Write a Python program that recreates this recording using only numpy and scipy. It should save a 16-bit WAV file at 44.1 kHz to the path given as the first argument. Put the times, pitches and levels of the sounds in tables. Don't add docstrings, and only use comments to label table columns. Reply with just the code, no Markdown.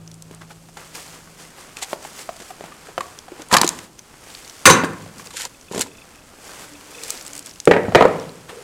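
import sys
import numpy as np
from scipy import signal
from scipy.fft import rfft, irfft, next_fast_len
from scipy.io import wavfile
from scipy.ndimage import map_coordinates

SR = 44100
rng = np.random.default_rng(int(sys.argv[2]) if len(sys.argv) > 2 else 0)


def linear_from_db(decibels):
    return 10 ** (np.asarray(decibels, float) / 20)


def log_audio(samples):
    frames = np.atleast_2d(samples).T
    limited = np.clip(frames, -1, 1)
    pcm = np.round(limited * 32767).astype(np.int16)
    wavfile.write(sys.argv[1], SR, pcm)


N = 380583

# frequency in Hz, t60 in s.
ROOM_DECAY = [(100, 1.37), (165, 0.91), (250, 0.52), (600, 0.51), (1500, 0.46), (4000, 0.33), (10000, 0.24)]
# frequency in Hz, relative level in dB.
ROOM_TONE = [(12, -13), (20, 3), (292, 1), (657, -6.5), (714, -6), (821, -8), (1520, -12.5), (2180, -24.5),
             (2730, -15), (3410, -22), (8120, -16), (14600, -25), (15900, -38)]
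ROOM_TONE_DB = -51
# frequency in Hz, starting level in dB, t60 in s.
AFTER_RING = [(163, -40, 5.4), (108, -47.5, 3.9), (346, -56, 0.87)]
# start in s, end in s, frequency in Hz, width in Hz, rms level in dB.
DRONES = [(6.667, 7.57, 291.6, 21.16, -54), (6.935, 7.142, 469, 68, -45.5),
          (8.507, 8.634, 450, 89.3, -39.5)]

# first slip in s, end in s, usual peak level in dB.
SLIP_RUNS = [(5.5477, 5.56, -44), (5.685, 5.7, -39), (5.882, 6.03, -40.5), (6.152, 6.23, -43.5),
             (6.7531, 6.77, -38), (6.9491, 7.03, -34.5)]
# frequency in Hz, relative level in dB, t60 in s.
CREAK_MODES = [(2570, 6, 0.02), (2344, -9, 0.029), (3500, -4, .03)]
SLIP_PERIOD_S, SLIP_JITTER_S = 0.0342, 0.001

# time in s, hiss level in dB, rub level in dB.
RUSTLE = [(0, -57.5, -59.5), (.74, -53, -65), (.8, -44.5, -49), (1.3, -50, -53.5), (1.6, -50, -53.5),
          (2.35, -47, -51), (2.6, -51, -55.5), (3.25, -56, -57.5), (3.84, -44, -47), (3.9, -55, -60),
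          (4.0, -53.5, -59), (4.14, -49, -49.5), (4.32, -42.5, -49), (4.93, -47, -46.5), (5.16, -49, -48.5),
          (5.55, -50.5, -57), (6.12, -55, -56), (6.36, -68.5, -73), (6.45, -49, -50), (6.9, -46, -47),
          (7.3, -49, -49), (7.62, -49.5, -57.5), (8.0, -46, -35.5), (8.47, -49, -51.5), (8.63, -45, -43)]
RUSTLE_WAVER_DB, RUSTLE_WAVER_PER_S = 0.5, 12
# peak time in s, hiss level in dB, rub level in dB, rise in s and fall in s for a factor e.
RUBS = [(.34, -57, -50.5, 0.026, 0.021), (.416, -50, -37.5, 0.0038, 0.014),
        (0.515, -45, -39, 0.011, 0.0069), (0.771, -60, -43, 0.0027, 0.044),
        (.951, -36.5, -44, 0.0068, 0.079), (1.139, -48.5, -46.5, 0.015, 0.027),
        (1.402, -43, -48.5, 0.01, 0.051), (1.586, -48, -45, .02, 0.091), (1.79, -44, -40.5, 0.016, 0.0097),
        (1.93, -35.5, -43, 0.034, 0.012), (2.05, -41.5, -45, 0.021, 0.026),
        (2.214, -36, -43.5, 0.056, 0.019), (2.5, -48.5, -55, 0.13, 0.021), (2.656, -54, -45, 0.049, 0.063),
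        (2.898, -51.5, -50, 0.15, .05), (3.04, -46.5, -49, .03, 0.17), (3.418, -50.5, -43, .07, 0.013),
        (3.99, -44.5, -53, .004, 0.0054), (4.302, -54, -47, .006, 0.01), (5.206, -42, -52, 0.021, 0.012),
        (5.27, -44, -53, 0.024, 0.013), (6.642, -44, -45.5, 0.36, 0.018), (7.1, -33.5, -47, .08, 0.079),
        (7.369, -44.5, -52, 0.078, 0.041), (7.463, -47, -57, 0.0079, 0.05),
        (8.495, -43.5, -34.5, 0.0065, 0.02)]
# time in s, hiss level in dB, rub level in dB.
SCRAPES = [
    [(1.81, -42, -63), (1.83, -21.5, -32), (1.86, -48, -43)],
    [(3.495, -50, -35.5), (3.515, -33.5, -24), (3.53, -14, -15), (3.60, -62, -24), (3.65, -50, -38),
     (3.70, -36, -47), (3.8, -45.5, -51)],
    [(5.33, -39, -56), (5.355, -39, -44), (5.37, -23, -58), (5.39, -30.5, -45), (5.405, -27, -36),
     (5.435, -31.5, -40), (5.46, -31.5, -38), (5.475, -39, -47)],
    [(5.70, -58, -45), (5.72, -37.5, -47), (5.745, -36.5, -28), (5.80, -32, -34.5), (5.812, -19, -27),
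     (5.83, -29, -34), (5.842, -42, -48), (5.88, -46, -42)],
]
# frequency in Hz, relative level in dB per Hz.
HISS_COLOUR = [(1180, -12.5), (2000, -0.5), (3510, -1), (3800, -4), (4560, 0.5), (8000, 2.5), (14300, -7.5),
               (15900, -11.5)]
# frequency in Hz, relative level in dB per Hz.
RUB_COLOUR = [(88, -43), (150, 2), (197, -5.5), (531, 2), (584, 0), (1330, 0), (4000, -12), (5200, -16.5),
              (8800, -120)]
# frequency in Hz, relative level in dB per Hz.
GRIND_COLOUR = [(880, -18), (1500, 6.5), (2560, 4.5), (2990, 7), (6340, 4.5), (7000, 10), (14100, -5),
                (15900, -26)]

# time in s, peak level in dB, pitch in Hz.
TICKS = [(0.0757, -28, 6040), (0.1146, -26, 6250), (0.1411, -30.5, 7800), (0.2222, -23.5, 8120),
         (0.347, -29, 8700), (1.0784, -30, 4750), (3.188, -21.5, 5800), (3.486, -26, 9030),
         (3.5379, 0, 4500), (3.5668, -14, 8000), (3.5837, -5, 4480), (3.6145, 2.5, 6500),
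         (3.6651, -12, 6900), (3.676, -1.5, 6900), (3.69, -1, 6950), (3.7878, -23.5, 6600),
         (3.9916, -24, 6160), (4.3016, -28, 4400), (4.349, -22, 4500), (4.448, -27, 4550),
         (4.4766, -24, 6500), (4.4966, -23.5, 5560), (5.26, -28, 6950), (5.2704, -25, 4730),
         (5.4515, -12, 6760), (5.6113, -29.5, 6060), (5.7503, -19, 7250), (5.7935, -10, 8000),
         (5.8101, -2.5, 7900), (5.8166, -1, 8050), (7.035, -15.5, 7930), (7.0798, -21, 9000),
         (7.104, -4.5, 8030), (7.1748, -23, 5300), (7.2499, -25, 8120), (7.2729, -24, 7900),
         (7.2783, -20.5, 8700), (7.3324, -19, 7800), (7.352, -18, 8500), (7.3637, -20.5, 8920),
         (7.378, -16, 8800), (7.3918, -18.5, 8000), (7.4604, -18, 7650), (7.4691, -22, 6340),
         (7.601, -14.5, 6100), (7.654, -13, 8600), (7.893, -33, 5600), (8.198, -25, 5560),
         (8.293, -26.5, 3985)]
TICK_T60_S = 0.0094
# start in s, end in s, mean peak level in dB, median pitch in Hz.
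GRIT = [(2.313, 2.37, -28, 7400), (3.378, 3.42, -27, 7500), (3.71, 3.77, -29, 6200),
        (5.155, 5.2, -33, 6000), (7.129, 7.28, -23, 7560), (7.398, 7.56, -30.5, 6600)]
GRIT_GAPS_PER_S = 35
GRIT_SPREAD_DB, GRIT_SPREAD_OCTAVES = 3, 0.25

# time in s, peak level of the local ring in dB, pitch in Hz,
# length in s (it scales the contact noise and narrows the resonance), crack level relative to the ring in dB.
KNOCKS = [(0.311, -28.5, 272, 0.032, -6), (0.413, -32.5, 347, 0.039, -11), (0.506, -33.5, 807, 0.077, -16),
          (0.687, -35, 775, 0.06, -9), (0.77, -25, 846, 0.091, -4), (0.95, -30, 2400, 0.051, 1),
          (1.274, -35, 1080, 0.052, -23), (1.769, -23.5, 2520, 0.033, 3), (1.823, -23, 759, 0.15, 3),
          (1.931, -8, 606, 0.028, -30), (2.05, -20.5, 814, 0.046, -21), (2.291, -15.5, 730, 0.046, -33),
          (2.401, -31, 468, 0.12, 3.5), (2.42, -35, 403, 0.075, 9.5), (2.505, -26, 766, 0.099, -19),
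          (2.609, -19, 393, 0.019, -46), (2.64, -20.5, 465, 0.027, -13), (2.721, -29.5, 1210, 0.057, -14),
          (2.87, -30, 1460, 0.026, -4), (2.887, -29, 460, 0.08, -15.5), (2.979, -7, 750, 0.053, -24),
          (3.007, -12.5, 1124, 0.049, -10), (3.282, -27.5, 710, 0.083, -20), (3.319, -25, 338, 0.061, -29),
          (3.395, -29.5, 324, 0.12, -12.5), (3.418, -33.5, 304, 0.06, 8.5), (3.514, -11, 1240, 0.074, -7),
          (3.532, -3.5, 990, 0.083, -10), (3.527, -7.5, 242, 0.068, -25), (3.54, 2.5, 1080, 0.055, -0.5),
          (3.549, 4, 840, 0.062, -36), (3.567, 2, 1170, 0.058, 1), (3.614, -4, 880, 0.036, 4.5),
          (3.618, -13.5, 250, 0.035, -27), (3.633, -3, 1045, 0.05, -22), (3.644, -9.5, 337, 0.073, 0.5),
          (3.789, -22.5, 2030, 0.033, -3), (4.836, -5.5, 340, 0.062, -37), (5.063, -28, 360.6, 0.043, -10),
          (5.197, -27.5, 1080, 0.046, -12), (5.306, -35.5, 1120, 0.1, 7), (5.713, -21, 220, 0.07, -22),
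          (5.747, -15, 315, 0.024, -4.5), (5.761, -14.5, 249, 0.056, -21), (5.778, -13.5, 260, 0.05, -2),
          (5.797, -17.5, 220, 0.059, -15), (7.922, -16.5, 696, 0.04, -27)]
SHAKE_DB, SHAKE_DB_PER_OCTAVE = -17, -2

# frequency in Hz, width in Hz, usual level in dB.
BOARD_MODES = [(101.5, 11.4, -12), (163.3, 31, -4), (274, 26, -10.5), (343, 18.6, -1), (456.4, 48, -5.5),
               (529, 33, -2.5), (759, 97, -5.5), (984, 117, 1), (1085, 225, -3), (1330, 205, -4.5),
               (1563, 32, -7.5), (2090, 960, -8), (3140, 280, -24.5)]
# frequency in Hz, width in Hz, usual level in dB.
PIECE_MODES = [(494, 240, 3), (805, 370, 1.5)]
# time in s, thump peak in dB, clack relative to the thump in dB.
THUDS = [(7.674, 9.5, -26), (7.711, 6.5, -7.5), (7.735, -8, -2), (7.764, -7, -8.5), (7.850, -23, -2),
         (7.882, -12.5, -21), (7.948, 9, -22), (7.954, 11, -22), (8.008, 5.5, -24), (8.023, 4, -18),
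         (8.052, 3.5, -27), (8.098, -21, -15), (8.155, -23, -21)]
HARD_HZ, HARD_OCTAVES_PER_DB = 630, 0.2

# frequency in Hz, width in Hz, usual level in dB.
STEEL_MODES = [(3880, 160, -11), (4710, 100, -13), (5800, 60, -11), (6230, 17, 4), (6560, 80, -13),
               (7350, 150, -13), (7880, 100, -13), (8600, 220, -7), (10400, 150, -16), (10900, 100, -16)]
# time in s, steel level in dB, boards level in dB.
DROP = [(4.655, 7, 10), (4.665, 0.5, 6), (4.673, -48, 7.5), (4.699, 0, 6.5), (4.721, -16, -15),
        (4.762, -31, -17.5), (4.844, -25, -12)]
DROP_DEEP_DB, DROP_DEEP_HZ = -17, 260

MIC_TOP_HZ = 10200


def unit(x):
    return x / np.sqrt(np.mean(x ** 2) + 1e-20)


def top(x):
    return x / np.max(np.abs(x))


def filtered(x, response):
    m = next_fast_len(len(x) + 8192)
    return irfft(rfft(x, m) * response(np.fft.rfftfreq(m, 1 / SR)), m)[:len(x)]


def along(points, hz):
    f, v = np.transpose(points)
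    return np.interp(np.log(hz + 1), np.log(f + 1), v)


def colour(points):
    return lambda f: linear_from_db(along(points, f))


def wobble(per_s):
    return map_coordinates(rng.standard_normal(400), [np.arange(N) * per_s / SR])


def peak(f, hz, width_hz):
    return 1j * f * width_hz / (hz * hz - f * f + 1j * f * width_hz)


def modes(f, table, scatter_db):
    total = 0
    for k, (hz, width_hz, db) in enumerate(table):
        strength = linear_from_db(db + scatter_db * rng.standard_normal())
        total = total + (-1) ** k * strength * peak(f, hz, width_hz)
    return total


def boards(f):
    bed = linear_from_db(-14) * peak(f, 515, 920)
    return (modes(f, BOARD_MODES, scatter_db=4.5) + bed) * (1j * f / (1j * f + 70)) ** 2


def puff(t60, rise_s, size=8192):
    t = np.arange(size) / SR
    decay = linear_from_db(-60 * t / max(t60, 0.002))
    return rng.standard_normal(size) * decay * (1 - np.exp(-t / rise_s))


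def blow(t60, rise_s, push):
    force = puff(t60, rise_s)
    force[:48] += push * np.hanning(48)
    return filtered(force, lambda f: (1j * f / (1j * f + 75)) ** 2)


def add(out, s, sound, room_db):
    noise = rng.standard_normal(SR * 3 // 4)
    hz, t, z = signal.stft(noise, SR, nperseg=256)
    decay = linear_from_db(-60 * t / along(ROOM_DECAY, hz)[:, None])
    tail = signal.istft(z * decay, SR, nperseg=256)[1]
    tail = tail * (1 - np.exp(-np.arange(len(tail)) / SR / 0.0014))
    wet = linear_from_db(room_db) * signal.fftconvolve(sound, tail / np.linalg.norm(tail))
    wet[:len(sound)] += sound
    at = out[round(s * SR):]
    at[:len(wet)] += wet[:len(at)]


def grainy(spectrum, grains_per_s, spread_db, share):
    starts = rng.random(N) < grains_per_s / SR
    sizes = starts * linear_from_db(spread_db * rng.standard_normal(N))
    envelope = np.convolve(sizes, np.exp(-np.arange(132) / 30))[:N]
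    grains = envelope * rng.standard_normal(N)
    mix = np.sqrt(share) * unit(grains) + np.sqrt(1 - share) * rng.standard_normal(N)
    return unit(filtered(mix, colour(spectrum)))


def strokes(tables):
    t = np.arange(N) / SR
    gains = 0
    for rows in tables:
        s, *columns = np.transpose(rows)
        edge = np.clip(np.minimum(t - s[0], s[-1] - t) / 0.011 + 0.5, 0, 1)
        gains = gains + edge * linear_from_db([np.interp(t, s, column) for column in columns])
    return gains


def background():
    t = np.arange(N) / SR
    flutter_db = 2.2 * wobble(5)
    ring = 0
    for hz, db, t60 in AFTER_RING:
        ring = ring + linear_from_db(db - 60 * t / t60 + flutter_db) * np.sin(2 * np.pi * hz * t)
    return ring + linear_from_db(ROOM_TONE_DB) * grainy(ROOM_TONE, 55, 1.1, 0.044)


def drones():
    t = np.arange(N) / SR
    out = np.zeros(N)
    for start, end, hz, width_hz, db in DRONES:
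        fade = np.clip(np.minimum(t - start, end - t) / 0.026, 0, 1)
        band = filtered(rng.standard_normal(N), lambda f: peak(f, hz, width_hz) ** 2)
        out += linear_from_db(db) * fade * unit(band)
    return out


def creak():
    out = np.zeros(N)
    t = np.arange(2048) / SR
    ring = sum(linear_from_db(db - 60 * t / t60) * np.sin(2 * np.pi * hz * t) for hz, db, t60 in CREAK_MODES)
    ring = top(ring * (1 - np.exp(-t / 0.0029)))
    for first, end, db in SLIP_RUNS:
        for s in np.arange(first, end, SLIP_PERIOD_S):
            late, size = rng.standard_normal(2)
            start = s - 0.002 + SLIP_JITTER_S * late
            add(out, start, linear_from_db(db + 1.3 * size) * ring, room_db=-25)
    return out


def rustling():
    t = np.arange(N) / SR
    gains = strokes([RUSTLE]) * linear_from_db(RUSTLE_WAVER_DB * wobble(RUSTLE_WAVER_PER_S))
    for s, hiss_db, rub_db, rise_s, fall_s in RUBS:
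        swell = np.exp(np.minimum((t - s) / rise_s, (s - t) / fall_s))
        gains = gains + linear_from_db([[hiss_db], [rub_db]]) * swell
    return gains


def friction():
    hiss, rub = rustling()
    soft = hiss * grainy(HISS_COLOUR, 600, 3.3, 0.36) + rub * grainy(RUB_COLOUR, 300, 2.0, 0.26)
    hiss, rub = strokes(SCRAPES)
    grind = hiss * grainy(GRIND_COLOUR, 1100, 4.7, 0.52)
    shake = rub * unit(filtered(grainy(RUB_COLOUR, 230, 7.2, 0.9), boards))
    return soft + grind + shake


def grit():
    rows = []
    for start, end, db, hz in GRIT:
        gap, size, pitch = rng.standard_normal((12, 3)).T
        s = start + np.cumsum(np.exp(0.6 * gap)) / GRIT_GAPS_PER_S
        levels_db = db + GRIT_SPREAD_DB * size
        pitches_hz = hz * 2 ** (GRIT_SPREAD_OCTAVES * pitch)
        rows += list(zip(s, levels_db, pitches_hz))[:np.sum(s < end)]
    return rows


def ticks():
    out = np.zeros(N)
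    for s, db, hz in TICKS + grit():
        contact = puff(TICK_T60_S, 0.00066, size=2048)
        click = filtered(contact, lambda f: peak(f, hz, 0.13 * hz) + linear_from_db(-11) * peak(f, hz, 1.7 * hz) ** 2)
        click = filtered(click, lambda f: 1 / (1 + 1j * f / 9000) ** 2)
        add(out, s, linear_from_db(db) * top(click), room_db=-20)
    return out


def knocks():
    out = np.zeros(N)
    for s, db, hz, length_s, crack_db in KNOCKS:
        contact = puff(0.5 * length_s, 0.001, size=4096)
        contact[:12] += 1.42 * np.hanning(12)
        width_hz = 7 / max(length_s, 0.005)
        local = filtered(contact, lambda f: peak(f, hz, width_hz) + linear_from_db(-11) * peak(f, 1.44 * hz, 0.24 * hz))
        deep = filtered(contact, lambda f: boards(f) / (1 + 1j * f / 400) ** 2)
        crack = filtered(puff(0.48 * length_s, 0.00057, size=4096), colour(GRIND_COLOUR))
        deep_db = SHAKE_DB + SHAKE_DB_PER_OCTAVE * np.log2(hz / 500)
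        sound = top(local) + linear_from_db(crack_db) * top(crack) + linear_from_db(deep_db) * top(deep)
        add(out, s, linear_from_db(db) * sound, room_db=-13.5)
    return out


def thuds():
    out = np.zeros(N)
    for s, db, clack_db in THUDS:
        hard_hz = HARD_HZ * 2 ** (HARD_OCTAVES_PER_DB * db)

        def wood(f):
            return (boards(f) + modes(f, PIECE_MODES, scatter_db=2)) / (1 + 1j * f / hard_hz) ** 2

        thump = filtered(blow(0.019, 0.00017, push=0.31), wood)
        clack = filtered(puff(0.052, 0.00014), lambda f: peak(f, 1700, 810) ** 2)
        slap = filtered(puff(0.044, 0.00017), colour(GRIND_COLOUR))
        sound = top(thump) + linear_from_db(clack_db) * top(clack) + linear_from_db(-28) * top(slap)
        add(out, s, linear_from_db(db) * sound, room_db=-9)
    return out


def drop():
    out = np.zeros(N)
    for s, steel_db, boards_db in DROP:
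        ring = filtered(puff(0.042, 0.0044, size=16384), lambda f: modes(f, STEEL_MODES, scatter_db=3.5))
        crack = filtered(puff(0.07, 0.0002), colour(GRIND_COLOUR))
        thump = filtered(blow(0.038, 0.00015, push=0.5),
                         lambda f: boards(f) + linear_from_db(-0.5) * peak(f, 1420, 1070) ** 2)
        deep = filtered(blow(0.05, 0.0005, push=1.5),
                        lambda f: boards(f) * peak(f, DROP_DEEP_HZ, DROP_DEEP_HZ) ** 2)
        thump = top(thump) + linear_from_db(DROP_DEEP_DB) * top(deep)
        add(out, s, linear_from_db(steel_db) * top(ring), room_db=-9)
        add(out, s, linear_from_db(steel_db - 1) * top(crack) + linear_from_db(boards_db) * thump, room_db=-6.5)
    return out


def scene():
    far = background() + drones() + creak()
    near = friction() + ticks() + knocks()
    mono = far + near + thuds() + drop()
    return np.tile(mono, (2, 1))


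def band_limit(x):
    return signal.sosfilt(signal.butter(12, 16020, fs=SR, output="sos"), x)


def record(dry):
    x = np.array([filtered(channel, lambda f: 1 / (1 + 1j * f / MIC_TOP_HZ)) for channel in dry])
    x = x / (1 + np.abs(x / 0.98) ** 12) ** (1 / 12)
    return band_limit(x)


dry = scene()
out = record(dry)
log_audio(out)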